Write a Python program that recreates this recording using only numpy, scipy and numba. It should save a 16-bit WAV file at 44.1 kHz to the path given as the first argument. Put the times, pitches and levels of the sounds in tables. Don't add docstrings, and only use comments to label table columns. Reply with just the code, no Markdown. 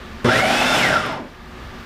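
import sys
import numpy as np
from scipy import signal
from scipy.io import wavfile
from scipy.ndimage import uniform_filter1d
from numba import njit

SR = 44100
rng = np.random.default_rng(int(sys.argv[2]) if len(sys.argv) > 2 else 0)


def store_pcm(level_fs):
    pcm = np.round(np.clip(level_fs, -1, 1) * 32767).astype(np.int16)
    wavfile.write(sys.argv[1], SR, np.atleast_2d(pcm).T)


def undo_db(level):
    steps = np.asarray(level, float) / 20
    return 10 ** steps


N = 81585
T = np.arange(N) / SR

# freq_hz, density_db
ROOM_SPECTRUM = [(25, 6), (68, -13.5), (119, -7.5), (215, -11.5), (420, -15.5), (1500, -15.5),
                 (5000, -28.5), (8000, -45), (15500, -40.5)]
# freq_hz, width_hz, level_db
ROOM_HUMS = [(62.6, 26, -41.5), (225, 33, -43.5), (369, 9.7, -47.5), (1190, 83, -47.5), (1720, 100, -49.5)]
# start_s, level_db, centre_hz
TICKS = [
    (.2442, -38, 8000),
    (.335, -40, 11000),
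    (.482, -36, 11500),
    (.552, -39, 11500),
    (.871, -39, 12000),
    (1.0, -40, 12000),
    (1.0635, -36, 12000),
    (1.126, -46, 11500),
]
# start_s, level_db, pitch_hz, decay_s
KNOCKS = [(0.37, -26, 150, 0.031), (0.424, -15, 665, 0.038), (0.496, -16, 680, 0.023),
          (.612, -16.5, 686, 0.024), (0.71, -23, 740, 0.034), (.77, -18, 660, 0.023),
          (0.842, -31, 680, .03), (.9, -23, 613, .025), (1.09, -24.5, 730, .02), (.39, -17.5, 1410, 0.024),
          (.25, -19.5, 397, 0.028), (1.06, -27.5, 1130, .04), (0.786, -21, 2840, 0.038),
          (.84, -22, 770, 0.022), (1.08, -30, 270, .04), (1.17, -33.5, 480, 0.042),
          (1.194, -29, 254, 0.041), (1.16, -28, 940, 0.034)]
# freq_hz, density_db
AIR_SPECTRUM = [(40, -13), (170, -3), (800, -9.5), (2700, -8.5), (4500, -18), (6000, -20.5), (10000, -24.5),
                (15500, -36)]
# multiple_of_buzz, level_db
BUZZ_HARMONICS = [(1, -2), (2, -2), (3, 0), (4, -1), (5, -7), (6, -14), (8, -16)]
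# freq_hz, width_hz, level_db
HOUSING_MODES = [(243, 16.7, 3), (388, 150, -18), (512, 56, -2.5), (631, 47, 4), (758.6, 23.6, 3),
                 (869, 24, -1.5), (1390, 110, 2.5), (1644, 150, -2.5), (1875, 123, -7.5), (2077, 65, -4),
                 (2600, 120, -15), (3455, 300, -9.5), (5340, 480, -13.5)]
# freq_hz, width_hz, boost_db
PANEL_MODES = [(645, 40, 9), (770, 50, 14), (866, 30, 19), (1395, 90, 13), (1560, 70, 7), (1900, 70, 7),
               (2100, 90, 11)]
# time_s, mesh_hz, drive_db, whine_db
MOTOR = [(.25, 993.6, -24, -31), (.28, 1300, -27, -34), (.298, 1400, -24.5, -25), (.345, 1831, -21, -31),
         (.39, 2092, -20.5, -28.5), (.43, 2214, -26.5, -27), (.5, 2426, -23, -28.5), (.62, 2643, -23, -28),
         (.72, 2684, -24, -30), (.76, 2610, -21, -30), (.82, 2190, -22, -33), (.875, 1904, -22, -28),
         (.955, 1390, -24, -30.5), (1.0, 1300, -26.5, -37), (1.09, 1025, -28, -35), (1.16, 793, -33, -47),
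         (1.26, 480, -55, -50)]
TONE_ORDERS = [.096, .3225, .65, 1., 1.325, 2.]
TONE_DB = [-1, -12, -13, 1, 0, -12]
TONE_COASTING_DB = [-6, -3, -20, 0, -20, -6]
TONE_SPEED_POWER = [1, 1, 0, 0, 2.5, 2]

ON_S, OFF_S, STOP_S = .243, .76, 1.23


def unit(x):
    return x / np.sqrt(np.mean(x ** 2))


@njit
def resonate(x, hz, width_hz):
    y = np.empty(len(x))
    band, low = 0., 0.
    g, damping = np.tan(np.pi * hz / SR), width_hz / hz
    for i in range(len(x)):
        v = (band + g * (x[i] - low)) / (1 + g * (g + damping))
        band = 2 * v - band
        low = low + 2 * g * v
        y[i] = damping * v
    return y


def noise_band(hz, width_hz):
    return resonate(rng.standard_normal(N), float(hz), float(width_hz))


def walk(rate_hz):
    hold = int(SR / rate_hz)
    steps = np.repeat(rng.standard_normal(N // hold + 1), hold)
    smooth = uniform_filter1d(uniform_filter1d(steps, hold), hold)
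    return unit(smooth[:N])


def shaped_noise(spectrum, flicker_db, tilt_db=0.):
    freq_hz, density_db = np.array(spectrum).T
    out = 0
    for hz in 28 * 2 ** np.arange(0, 9.2, 1 / 3):
        band = resonate(noise_band(hz, hz / 3), hz, hz / 2)
        level_db = np.interp(np.log(hz), np.log(freq_hz), density_db)
        level_db = level_db + flicker_db * walk(13.76) + tilt_db * np.log2(1 + hz / 2000)
        out = out + band * undo_db(level_db)
    return out


def burst(start_s, level_db, hz, width_hz, decay_s):
    since_s = np.clip(T - start_s, 0, None)
    envelope = (T > start_s) * np.minimum(since_s / (0.11 * decay_s), 1) * np.exp(-since_s / decay_s)
    ringing = resonate(noise_band(hz, width_hz), float(hz), 2. * width_hz)
    return undo_db(level_db) * unit(ringing) * envelope


def motor(column):
    table = np.array(MOTOR)
    return np.interp(T, table[:, 0], table[:, column])


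def mesh_hz():
    return motor(1)


def drive_db():
    return motor(2)


def turning():
    rise_s, fade_s = .006, .03
    return np.clip((T - ON_S) / rise_s, 0, 1) * np.exp(-np.clip(T - STOP_S, 0, None) / fade_s)


def room_noise():
    duck_db, recover_from_s, recover_s = -4.5, 1.38, 0.23
    hum = sum(undo_db(db) * unit(noise_band(hz, width_hz)) for hz, width_hz, db in ROOM_HUMS)
    hiss = unit(shaped_noise(ROOM_SPECTRUM, 1.3)) * undo_db(-38)
    duck = (T > ON_S) * np.clip(1 - (T - recover_from_s) / recover_s, 0, 1)
    return (hiss + hum) * undo_db(duck_db * duck)


def button_press():
    tap = burst(.2, -43, 1300, 0.51 * 1300, 0.0059)
    thud = burst(.225, -49, 220, 0.51 * 220, 0.0059)
    return tap + thud


def ticks():
    return sum(burst(start_s, db, hz, .6 * hz, .0012) for start_s, db, hz in TICKS)


def knocks():
    return sum(burst(start_s, db, hz, max(.22 * hz, 130), decay_s) for start_s, db, hz, decay_s in KNOCKS)


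def air():
    treble_per_speed, flicker_db = 1.15, 1
    speed_db = 20 * np.log10(mesh_hz() / mesh_hz().max())
    noise = unit(shaped_noise(AIR_SPECTRUM, flicker_db, .5 * treble_per_speed * speed_db))
    return noise * undo_db(-0.5 + drive_db()) * turning()


def buzz():
    buzz_hz, slip_turns, rough_db = 120.6, .085, 2.
    inrush_db, inrush_hold_s, inrush_fall_s = -21.5, .042, .008
    pull_db, pull_fall_s, running_db = -21, .12, -36
    since_s = T - ON_S
    gate = np.clip(since_s / 0.0054, 0, 1) * np.clip((OFF_S - T) / 0.011, 0, 1)
    inrush = undo_db(inrush_db) * np.exp(-np.clip(since_s - inrush_hold_s, 0, None) / inrush_fall_s)
    running = undo_db(pull_db) * np.exp(-np.abs(since_s) / pull_fall_s) + undo_db(running_db)
    out = 0
    for k, db in BUZZ_HARMONICS:
        strength = inrush + running * (k < 3) * k / 2
        level = strength * undo_db(db + rough_db * walk(50.6))
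        turns = k * buzz_hz * since_s + slip_turns * walk(59.8) + rng.random()
        out = out + level * np.sin(2 * np.pi * turns)
    return gate * out


def housing(x):
    out = 0
    for k, (hz, width_hz, db) in enumerate(HOUSING_MODES):
        out = out + (-1) ** k * undo_db(db) * resonate(x, float(hz), float(width_hz))
    return out


def rattle():
    idle_per_s, per_tooth, spread_db, flicker_db = 3000, 1.5, 2., 1.5
    chance, size = rng.random((2, N))
    rate_per_s = idle_per_s + per_tooth * mesh_hz()
    strength = undo_db(-spread_db * np.log(1 - size)) * rng.standard_normal(N)
    hits = (chance < rate_per_s / SR) * strength
    ringing = unit(housing(hits * undo_db(flicker_db * walk(20.06))))
    return ringing * undo_db(-1 + drive_db()) * turning()


def panel_boost(tone_hz):
    power = 1
    for hz, width_hz, boost_db in PANEL_MODES:
        power = power + undo_db(2 * boost_db) / (1 + (2 * (tone_hz - hz) / width_hz) ** 2)
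    return np.sqrt(power)


def whine():
    wander_share, flutter_db, rough_db, unload_s = .008, 1.2, 3.5, .06
    mesh = mesh_hz()
    speed = mesh / mesh.max()
    coasting = np.clip((T - OFF_S) / unload_s, 0, 1)
    turns = np.cumsum(mesh * (1 + wander_share * (1 + coasting) * walk(60))) / SR
    out = 0
    for order, db, coast_db, power in zip(TONE_ORDERS, TONE_DB, TONE_COASTING_DB, TONE_SPEED_POWER):
        level_db = db + coast_db * coasting + flutter_db * walk(45.45) + rough_db * walk(250)
        tone = np.sin(2 * np.pi * order * turns)
        out = out + panel_boost(order * mesh) * speed ** power * undo_db(level_db) * tone
    return out * undo_db(motor(3)) * turning()


def kitchen_echo(dry):
    t60_s, level_db, width_hz = 0.36, -12, 3370.
    t = T[:SR // 2]
    noise = resonate(rng.standard_normal(len(t)), 0.33 * width_hz, width_hz)
    tail = noise * undo_db(-60 * t / t60_s) * (t > .004)
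    wet = signal.fftconvolve(dry, tail / np.sqrt(np.sum(tail ** 2)))[:N]
    return undo_db(level_db) * wet


def scene():
    machine = whine() + rattle() + air() + buzz() + (knocks() + ticks() + button_press())
    return (machine + kitchen_echo(machine) + room_noise())[None]


def roll_off(x):
    return signal.sosfilt(signal.butter(12, 15790, fs=SR, output="sos"), x)


def record(dry):
    overshoot_db, clamp_s, clamp_fall_s, top_hz = 4, 0.295, 0.0094, 15400
    overshoot = (T > ON_S) * np.exp(-np.clip(T - clamp_s, 0, None) / clamp_fall_s)
    limited = np.tanh(0.79 * dry * undo_db(overshoot_db * overshoot)) / 0.81
    top_cut = signal.ellip(8, .2, 60, top_hz, fs=SR, output="sos")
    mix = signal.sosfilt(top_cut, limited)
    return roll_off(mix)


dry = scene()
out = record(dry)
store_pcm(out)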